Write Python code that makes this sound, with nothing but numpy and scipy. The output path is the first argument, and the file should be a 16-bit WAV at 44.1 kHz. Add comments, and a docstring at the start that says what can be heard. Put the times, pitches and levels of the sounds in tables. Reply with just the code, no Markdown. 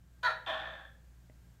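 """Hum lines, low rumble and a faint hiss fill a quiet furnished room. A tokay gecko calls once, its vocal cords
exciting the resonances of throat and mouth: first a short pitched bark that breaks up as it drops, then a long
croak whose pulses slow to a rattle and fade. The room reverberates after each. Last, something ticks softly."""
import sys
import numpy as np
from scipy import signal
from scipy.fft import rfft, irfft
from scipy.io import wavfile

SR = 44100
rng = np.random.default_rng(int(sys.argv[2]) if len(sys.argv) > 2 else 0)


def bounce(signal):
    """Save signal as a 16-bit WAV file at the path given by the first command-line argument."""
    frames = np.transpose(np.atleast_2d(signal))
    limited = np.clip(frames, -1, 1)
    pcm = np.round(limited * 32767).astype(np.int16)
    wavfile.write(sys.argv[1], SR, pcm)


N = 70560
T = np.arange(N) / SR
BIN_HZ = np.arange(N // 2 + 1) * SR / N
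LONG_RING_S = .42  # t60 of the room's longest-ringing mode


def from_db(db):
    """Amplitude ratio of a level in decibels."""
    return 10 ** (np.asarray(db) / 20)


def rms_one(x):
    """Normalisation to unit mean power."""
    return x / np.sqrt(np.mean(x ** 2) + 1e-20)


def curve(rows, column=1):
    """Linear interpolation of one table column in time."""
    rows = np.array(rows)
    return np.interp(T, rows[:, 0], rows[:, column])


def envelope(rows):
    """Amplitude envelope from a table's last column; zero outside its time span."""
    return from_db(curve(rows, column=-1)) * (T >= rows[0][0]) * (T <= rows[-1][0])


def at_hz(points, hz):
    """Interpolation on a logarithmic frequency axis."""
    f, value = np.transpose(points)
    return np.interp(np.log(hz + 1e-9), np.log(f), value)


def noise(spectrum):
    """Spectral shaping of white noise, at unit power."""
    return rms_one(irfft(rfft(rng.standard_normal(N)) * from_db(at_hz(spectrum, BIN_HZ)), N))


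def drift(corner_hz):
    """Random fluctuation: low-passed noise of unit power."""
    return rms_one(irfft(rfft(rng.standard_normal(N)) / (1 + (BIN_HZ / corner_hz) ** 2), N))


def sine(phase):
    """Sinusoid of unit power with a random starting phase."""
    return np.sqrt(2) * np.sin(phase + rng.uniform(0, 2 * np.pi))


def band(x, low, high):
    """Band-pass filtering between two edges in Hz."""
    edges = np.clip([low, high], 10, SR / 2 - 100)
    return signal.sosfilt(signal.butter(2, edges, "band", fs=SR, output="sos"), x + 1e-18)


def background():
    """Noise floor: wavering hum tones over steady rumble; hiss and a narrow-band whine swell a little."""
    # hum lines: (frequency [Hz], rms level [dB])
    hum_tones = [(59.8, -60.5), (119.6, -65.5), (173, -73.5)]
    # still air: (frequency [Hz], relative spectral density [dB])
    air_spectrum = [(20, -8), (32, -16), (45, 0.5), (75, -1.5), (130, -0.5), (220, -10), (400, -19.5),
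                    (800, -22.5), (1250, -24), (1650, -23.5), (2400, -28), (5000, -31.5), (7500, -30),
                    (10500, -37), (13000, -32.5), (15500, -38.5)]
    # swell of hiss and whine: (time [s], gain [dB])
    swell = [(0, -3), (.2, 0), (1.0, -.5), (1.5, 1.5), (1.6, -0.5)]
    hum = sum(from_db(db + 2 * drift(corner_hz=5)) * sine(2 * np.pi * hz * T) for hz, db in hum_tones)
    whine = from_db(-86) * rms_one(band(rng.standard_normal(N), 1571, 1609))
    air = from_db(-64.5) * noise(air_spectrum)
    rumble = signal.sosfiltfilt(signal.butter(2, 308, fs=SR, output="sos"), air)
    hiss = air - rumble
    return hum + rumble + from_db(curve(swell)) * (hiss + whine)


def vocal_cords(rate, start, jitter, shimmer_db, rough, puff_s):
    """Glottal source: snaps that grow more uneven as they slow, each followed by a puff of air."""
    clicks, at = np.zeros(N), start * SR
    first_period = SR / rate[int(at)]
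    for late, strong in rng.standard_normal((N // 40, 2)):
        if at >= N:
            break
        period = SR / rate[int(at)]
        clicks[int(at)] = np.sqrt(period) * from_db(shimmer_db * strong)  # about unit power at any rate
        at += period * np.exp(jitter * period / first_period * late)
    decay = np.exp(-1 / (puff_s * SR))
    puff_power = signal.lfilter([1 - decay], [1, -decay], clicks ** 2 + 1e-18)
    puffs = np.sqrt(puff_power) * rng.standard_normal(N)
    return np.sqrt(1 - rough) * clicks + np.sqrt(rough) * puffs


def mouth(source, formants, start, end):
    """Formant filtering: resonances swell or fade as the mouth moves, at an even total power."""
    age = np.clip(T, start, end) - start
    voice, power = 0, 0
    for hz, width, db, db_per_s in formants:
        gain = from_db(db + db_per_s * age)
        voice += gain * band(source, hz - width / 2, hz + width / 2)
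        power += gain ** 2 * 2 * width / SR
    return voice / np.sqrt(power)


def bark():
    """A harmonic series on a falling fundamental, outlasted by a rasp of irregular glottal pulses."""
    # fundamental: (time [s], frequency [Hz])
    fundamental = [(.23, 499.2), (.245, 493.3), (.259, 493), (.269, 468.6), (.279, 447.4), (.289, 337.5),
                   (.316, 314.7)]
    # clear voice: (time [s], level [dB])
    clear_level = [(.229, -57), (.236, -39.5), (.249, -33), (.266, -29), (.278, -29), (.287, -45),
                   (.30, -71)]
    # its harmonics, lowest first: (relative level at 0.26 s [dB], change as the mouth opens [dB/s])
    harmonics = [(-49.5, -100), (-4, -250), (0.5, 15.5), (-7.5, 358), (-21.5, 96), (-41, -2.5), (-21, -100),
                 (-25.5, -5), (-17, 129.5)]
    # rasp: (time [s], level [dB])
    rasp_level = [(0.2303, -28.5), (.235, -37), (.245, -34), (.265, -31), (0.278, -38.5), (0.293, -36.5),
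                  (.310, -39.5), (0.32, -56)]
    # throat and mouth: (frequency [Hz], bandwidth [Hz], relative gain [dB], change [dB/s])
    formants = [(702, 292, 0, 45), (934, 170, 1, 32), (1402, 260, 9.5, 4), (1694, 190, 10.5, 12.5),
                (2680, 340, -4.5, -20), (3290, 620, 1.5, -170), (3878, 130, 5.5, -22), (4382, 88, 2, 13),
                (6050, 1800, -17, -54), (7900, 2100, -28, -69.5), (12700, 1200, -26.5, -120)]
    pitch, start, end = curve(fundamental), rasp_level[0][0], rasp_level[-1][0]
    phase = 2 * np.pi * np.cumsum(pitch * (1 + 0.01 * drift(corner_hz=146.3))) / SR
    opening_s = np.clip(T, start, .272) - .26
    clear = sum(from_db(db + db_per_s * opening_s) * sine(k * phase)
                for k, (db, db_per_s) in enumerate(harmonics, 1))
    clear *= envelope(clear_level)
    pulses = vocal_cords(pitch, start, jitter=.05, shimmer_db=1, rough=.25, puff_s=.0004)
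    rasp = mouth(pulses * envelope(rasp_level), formants, start, end)
    return room(clear, wet_db=-3, modes_db=-1) + room(rasp, wet_db=0, modes_db=8.5)


def resonate(x, hz, t60):
    """Forced response of a narrow resonance with unit gain at its peak."""
    r, w = np.exp(-np.log(1000) / (t60 * SR)), 2 * np.pi * hz / SR
    feedforward = np.array([1, 0, -1]) * (1 - r * r) / 2
    return signal.lfilter(feedforward, [1, -2 * r * np.cos(w), r * r], x + 1e-18)


def room(x, wet_db, modes_db):
    """Reverberation: direct sound, a diffuse tail that dies sooner in the treble, and normal modes."""
    # reverberation time: (frequency [Hz], t60 [s])
    decay_times = [(300, 1), (1000, 0.28), (2000, .43), (4000, 0.33), (8000, 0.259), (14000, .22)]
    # normal modes of the room: (frequency [Hz], t60 [s], relative gain [dB])
    modes = [(638.3, LONG_RING_S, 8.5), (663, 0.17, 0.5), (777.7, .35, 5.5), (926, .3, -10), (989.4, .3, 3),
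             (1113, 0.12, -2), (1359, 0.33, 1.5), (1416, 0.28, -6.5), (1494, .3, -2), (1699, 0.38, 0.5),
             (1783, .25, 0), (2428, .2, 7.5), (3238, .2, -0.5), (3940, 0.13, -1.5)]
    delay_s, build_s = .003, .0013
    age = np.maximum(T - delay_s, 0)
    build_up = 1 - np.exp(-age / build_s)
    edges, tail = np.geomspace(150, 18000, 11), 0
    for low, high in zip(edges, edges[1:]):
        fade = np.exp(-np.log(1000) * age / at_hz(decay_times, np.sqrt(low * high)))
        reflections = rms_one(band(rng.standard_normal(N), low, high) * fade * build_up)
        tail += reflections * np.sqrt(2 * (high - low) / SR / N)  # energy in proportion to bandwidth
    diffuse = from_db(wet_db) * signal.fftconvolve(x, tail)[:N]
    ringing = sum(from_db(db + modes_db) * resonate(x, hz, t60) for hz, t60, db in modes)
    return (x + diffuse + ringing) / np.sqrt(1 + from_db(2 * wet_db))


def croak():
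    """Source and filter: rough pulses excite the formants and slow to a rattle as the air runs out."""
    # glottal pulse train: (time [s], pulse rate [1/s], level [dB])
    train = [(.4625, 378, -26.5), (.468, 366, -36.5), (.49, 320, -35.5), (.53, 231, -38.5),
             (.58, 168.6, -39.5), (.62, 102.6, -45.5), (.66, 63.5, -44), (.71, 52, -49), (.78, 56, -50.5),
             (.85, 59.5, -56), (.868, 55, -71.5)]
    # throat and mouth: (frequency [Hz], bandwidth [Hz], relative gain [dB], change [dB/s])
    formants = [(268, 200, -15.5, -31), (524, 43, -6, 12), (650, 56, 0, 3.5), (791, 79, 1, -11),
                (1046, 176, 1, -22.5), (1404, 204, -2, 1), (1690, 185, 2, 12.5), (2490, 300, -10, -11),
                (3199, 150, 0.5, -34), (3421, 284, -1.5, -3), (4066, 200, -25, -8), (5750, 530, -32.5, -21),
                (7950, 720, -37.5, -29), (12900, 2300, -44, -43.5)]
    start, end = train[0][0], train[-1][0]
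    pulses = vocal_cords(curve(train), start, jitter=.04, shimmer_db=2.5, rough=.28, puff_s=.002)
    voice = mouth(pulses * envelope(train), formants, start, end)
    return room(voice, wet_db=1.5, modes_db=5.5)


def ring(x, hz, t60):
    """Damped oscillator: a unit impulse starts a decaying sine of amplitude one."""
    r, w = np.exp(-np.log(1000) / (t60 * SR)), 2 * np.pi * hz / SR
    return signal.lfilter([0, np.sin(w)], [1, -2 * r * np.cos(w), r * r], x + 1e-18)


def tick(time_s=1.2985, impulse_db=-53.5):
    """Free vibration: one small knock excites four quickly damped modes."""
    # modes of the knocked object: (frequency [Hz], gain [dB], t60 [s])
    modes = [(280, -2.5, 0.051), (473, 7, 0.0084), (615, -8, 0.084), (1990, -2.5, 0.015)]
    impulse = np.zeros(N)
    impulse[int(time_s * SR)] = from_db(impulse_db)
    return sum(from_db(db) * ring(impulse, hz, t60) for hz, db, t60 in modes)


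def scene():
    """Superposition of the call, the tick and the noise floor in one channel."""
    return (bark() + croak() + tick() + background())[None]


def record(dry, cutoff_hz=15719):
    """Band limiting: a steep elliptic low-pass removes the highest treble."""
    return signal.sosfilt(signal.ellip(10, .1, 70, cutoff_hz, fs=SR, output="sos"), dry)


dry = scene()
out = record(dry)
bounce(out)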